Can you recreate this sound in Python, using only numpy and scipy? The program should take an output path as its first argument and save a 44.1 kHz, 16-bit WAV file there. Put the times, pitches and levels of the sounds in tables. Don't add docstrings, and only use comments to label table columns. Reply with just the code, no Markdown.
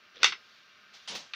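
import sys
import numpy as np
from scipy import signal
from scipy.fft import rfft, irfft, next_fast_len
from scipy.io import wavfile
from scipy.ndimage import map_coordinates

SR = 44100
rng = np.random.default_rng(int(sys.argv[2]) if len(sys.argv) > 2 else 0)


def materialize(psi):
    bounded = np.clip(np.atleast_2d(psi).T, -1, 1)
    quanta = np.round(bounded * 32767).astype(np.int16)
    wavfile.write(sys.argv[1], SR, quanta)


N = 59535


def amp(db):
    return 10 ** (np.asarray(db) / 20)


def unit_rms(x):
    return x / np.sqrt(np.mean(x ** 2) + 1e-20)


def unit_energy(x):
    return x / np.sqrt(np.sum(x ** 2) + 1e-20)


def read_curve(points, hz):
    pitches, values = np.transpose(points)
    return np.interp(np.log(hz + 1), np.log(pitches + 1), values)


def clock():
    return np.arange(N) / SR


def fade(fade_s):
    return np.exp(-np.log(1000) * clock() / fade_s)


def swell(rise_s):
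    return 1 - np.exp(-clock() / rise_s)


def at(start_s, x):
    return np.pad(x, (max(round(start_s * SR), 0), 0))[:N]


def wobble(per_second):
    return map_coordinates(rng.standard_normal(int(N * per_second / SR) + 4), [clock() * per_second])


def colour(x, points, low_hz=1, high_hz=SR):
    size = 2 * next_fast_len(N)
    hz = np.fft.rfftfreq(size, 1 / SR)
    edge_loss = np.sqrt((1 + (low_hz / (hz + 1)) ** 6) * (1 + (hz / high_hz) ** 6))
    gain = amp(read_curve(points, hz)) / edge_loss
    cepstrum = irfft(np.log(np.maximum(gain, 1e-6)), size)
    cepstrum[1:size // 2] *= 2
    cepstrum[size // 2 + 1:] = 0
    return irfft(rfft(x, size) * np.exp(rfft(cepstrum)), size)[:N]


def noise(points):
    return unit_rms(colour(rng.standard_normal(N), points))


def level(points):
    times, db = np.transpose(points)
    return amp(np.interp(clock(), times, db, left=-120, right=-120))


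def ringing_tone(hz, fade_s):
    return np.sin(2 * np.pi * (hz * clock() + rng.random())) * fade(fade_s)


# frequency in Hz, relative level in dB.
AIR_COLOUR = [(15, -73), (25, -48), (103, -15), (167, -17.5), (202, -8), (257, -12.5), (293, -15.5),
              (558, -15), (604, -10.5), (811, -16.5), (1000, -18), (1090, -7.5), (1540, -2.5), (1760, -8.5),
              (2240, -6.5), (5570, -15.5), (8320, -44), (13500, -38.5), (15000, -34)]
# pitch in Hz, relative level in dB.
FAN_TONES = [(597.5, -82), (1055, -78), (1448, -76.5), (1577, -70)]
def ventilation(air_db=-59.5, waver_db=0.35, duct_db=-6.5, fan_trim_db=-1.5, drift_radians=1.3):
    air = noise(AIR_COLOUR)
    duct_echo = unit_energy(rng.standard_normal(N) * fade(0.11))
    air_in_duct = irfft(rfft(air) * rfft(duct_echo), N)
    rush = unit_rms(air + amp(duct_db) * air_in_duct)
    fan = np.zeros(N)
    for hz, db in FAN_TONES:
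        phase = 2 * np.pi * hz * clock() + drift_radians * wobble(13.63)
        fan += amp(db) * np.sqrt(2) * np.sin(phase)
    return amp(air_db + waver_db * wobble(16)) * rush + amp(fan_trim_db) * fan


# time in seconds, level in dB.
BRUSH_LEVELS = [(.36, -66), (.43, -65), (.55, -63.5), (.7, -69), (.92, -69.5), (.95, -54.5), (1.0, -59),
                (1.07, -59), (1.1, -80)]
# frequency in Hz, relative level in dB.
BRUSH_COLOUR = [(200, -23), (1500, -10.5), (2500, -4.5), (3600, 1.5), (5000, -4), (6500, -11.5),
                (8000, -31)]
def fingers():
    return level(BRUSH_LEVELS) * noise(BRUSH_COLOUR)


# time in seconds, level in dB.
THUD_LEVELS = [(1.08, -83), (1.105, -50), (1.145, -48), (1.175, -54.5), (1.27, -73)]
SQUEAK_LEVELS = [(1.079, -90), (1.085, -56.5), (1.1, -60), (1.106, -72), (1.112, -56), (1.122, -85)]
# start in seconds, level in dB, rise time and fade time in seconds,
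# low edge and high edge in Hz.
CLATTER_KNOCKS = [(.934, -22.5, 0.0043, 0.26, 607, 8000), (1.0744, -4, 0.0029, 0.49, 756, 8600),
                  (1.149, -6.5, 0.0019, 0.23, 396, 8500)]
# frequency in Hz, relative level in dB.
LOW_THUD_COLOUR = [(30, -19), (80, -17), (125, -7.5), (210, 5), (300, -8.5), (550, -3.5), (900, -7),
                   (2500, -39.5)]
CLATTER_COLOUR = [(100, -21), (400, -6.5), (800, -5.5), (1300, -12), (2300, -6.5), (3500, -2), (6200, -7),
                  (8000, -22.5), (12000, -43), (15000, -40)]
HISS_COLOUR = [(5000, -35), (9500, 1.5), (12500, -15), (15000, 2.5)]
def clatter(squeak_hz=9080, hiss_db=-24):
    thud = level(THUD_LEVELS) * noise(LOW_THUD_COLOUR)
    knocks = np.zeros(N)
    for start_s, db, rise_s, fade_s, low_hz, high_hz in CLATTER_KNOCKS:
        burst = rng.standard_normal(N) * swell(rise_s) * fade(fade_s)
        knocks += at(start_s, amp(db) * unit_energy(colour(burst, CLATTER_COLOUR, low_hz, high_hz)))
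    squeak_phase = 2 * np.pi * squeak_hz * clock() + 0.9 * wobble(200)
    squeak = level(SQUEAK_LEVELS) * unit_rms(np.sin(squeak_phase))
    hiss = unit_energy(noise(HISS_COLOUR) * fade(0.14) * swell(0.004))
    return thud + knocks + squeak + at(1.149, amp(hiss_db) * hiss)


# frequency in Hz, relative level in dB.
SEAT_COLOUR = [(25, -18), (70, -8.5), (170, -1.5), (300, -3.5), (600, -34), (2000, -65)]
def seat(start_s=0.243, db=-27):
    shudder = unit_energy(noise(SEAT_COLOUR) * fade(0.3) * swell(0.003))
    return at(start_s, amp(db) * shudder)


# pitch in Hz, level in dB, fade time in seconds.
TICK_TONES = [(480, -48.5, 0.067), (3460, -37.5, 0.014), (3720, -42, 0.015)]
# time in seconds, level in dB.
SLIDE_LEVELS = [(.14, -60), (.17, -56), (.2, -54.5), (.214, -47), (.231, -37.5), (.24, -64)]
# frequency in Hz, relative level in dB.
SLIDE_COLOUR = [(100, -15), (450, 0.5), (900, -11.5), (1500, -6), (3500, -0.5), (6000, -12), (8000, -49),
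                (15000, -38)]
def bolt(unstuck_s=0.168, rough_db=3):
    tick = swell(0.00086) * sum(amp(db) * ringing_tone(hz, fade_s) for hz, db, fade_s in TICK_TONES)
    scrape = unit_rms(noise(SLIDE_COLOUR) * amp(rough_db * wobble(293.3)))
    return at(unstuck_s, tick) + level(SLIDE_LEVELS) * scrape


# frequency in Hz, fade time in seconds when length is 1.
ECHO_FADES = [(150, 0.72), (500, 0.097), (2500, 0.18), (6000, 0.17), (14000, 0.11)]
def carriage_echo(length):
    hz, times, spectrum = signal.stft(rng.standard_normal(N), SR, nperseg=256)
    fade_s = length * read_curve(ECHO_FADES, hz)
    fading = np.exp(-np.log(1000) * times / fade_s[:, None])
    echo = signal.istft(spectrum * fading, SR, nperseg=256)[1][:N]
    return unit_energy(echo * swell(0.0016))


# pitch in Hz, relative level in dB.
TABLE_TONES = [(1206, -9), (1334, -8), (1425, -13), (1538, 1), (1935, -0.5), (2074, 2.5), (2147, -5),
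               (2226, 0), (2274, -0.9), (2635, -1), (2787, 3), (3545, 0.5), (3608, 4.5), (3698, 2.5),
               (3758, 2.5), (3977, 2), (4461, -2.5), (4573, -4)]
def table_ring(length, full_fade_s=0.14, spring_hz=5227, spring_db=-15.5):
    chance_db = rng.standard_normal(len(TABLE_TONES))
    panel = sum(amp(db + extra_db) * ringing_tone(hz, length * full_fade_s)
                for (hz, db), extra_db in zip(TABLE_TONES, chance_db))
    spring = ringing_tone(spring_hz, fade_s=0.24)
    return (unit_energy(panel) + amp(spring_db) * unit_energy(spring)) * swell(0.0011)


# start in seconds, level in dB, then the gains in dB of table ring,
# carriage echo and bright hiss within that hit, low edge and high edge in Hz, and a length from 0 to 1
LATCH_HITS = [(.158, -29.5, -17, -17, -47, 1200, 6000, .8), (0.2313, 7.5, -14, -6.5, -61, 116, 7400, 0.42),
              (0.2414, -0.5, -6, -20, -40, 895, 4800, 0.4), (.2430, 9, -3, -1, -30.5, 303, 8000, 1),
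              (0.2579, -7, 0.5, 4.5, -34, 1130, 7200, 0.99), (0.279, -15, -2, 2, -50, 1520, 3720, 0.2),
              (.322, -14.5, 1, 4.5, -56, 160, 3830, 0.1), (.3265, -14, 0.5, 4, -53, 880, 3270, 0.68),
              (1.3358, -9.5, -5, -2.5, -54, 1330, 3900, 0.6)]
# frequency in Hz, relative level in dB.
PLASTIC_COLOUR = [(24, -64), (40, -25), (188, -33), (371, -10.5), (573, -17.5), (1400, -1.5), (1790, -9.5),
                  (1970, -2.5), (2700, -3), (3120, -5.5), (3690, -2), (4170, -8.5), (4590, -3.5),
                  (4940, -12.5), (5990, -6), (6760, -18), (13000, -48)]
def latch(rise_s=0.0004, chatter_fade_s=0.017, echo_low_hz=498):
    out = np.zeros(N)
    for start_s, db, ring_db, echo_db, hiss_db, low_hz, high_hz, length in LATCH_HITS:
        chatter = unit_energy(rng.standard_normal(N) * fade(chatter_fade_s) * swell(rise_s))
        snap = at(rise_s, 0.43 * signal.unit_impulse(N))
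        crack = snap + amp(3) * chatter
        clack = unit_energy(colour(crack, PLASTIC_COLOUR, low_hz, high_hz))
        raw_echo = carriage_echo(length)
        echo = unit_energy(colour(raw_echo, PLASTIC_COLOUR, max(low_hz, echo_low_hz), high_hz))
        ring = colour(table_ring(length), [(1, 0.015)], low_hz, high_hz)
        hiss = unit_energy(colour(crack + 0.94 * raw_echo, HISS_COLOUR))
        hit = clack + amp(ring_db) * ring + amp(echo_db) * echo + amp(hiss_db) * hiss
        out += at(start_s, amp(db) * hit)
    return out


def scene():
    return (latch() + bolt() + seat() + clatter() + fingers() + ventilation())[None]


def record(dry):
    top_hz = 15600
    size = 2 * next_fast_len(N)
    kept = np.fft.rfftfreq(size, 1 / SR) < top_hz
    return irfft(rfft(dry, size) * kept, size)[:, :N]


dry = scene()
out = record(dry)
materialize(out)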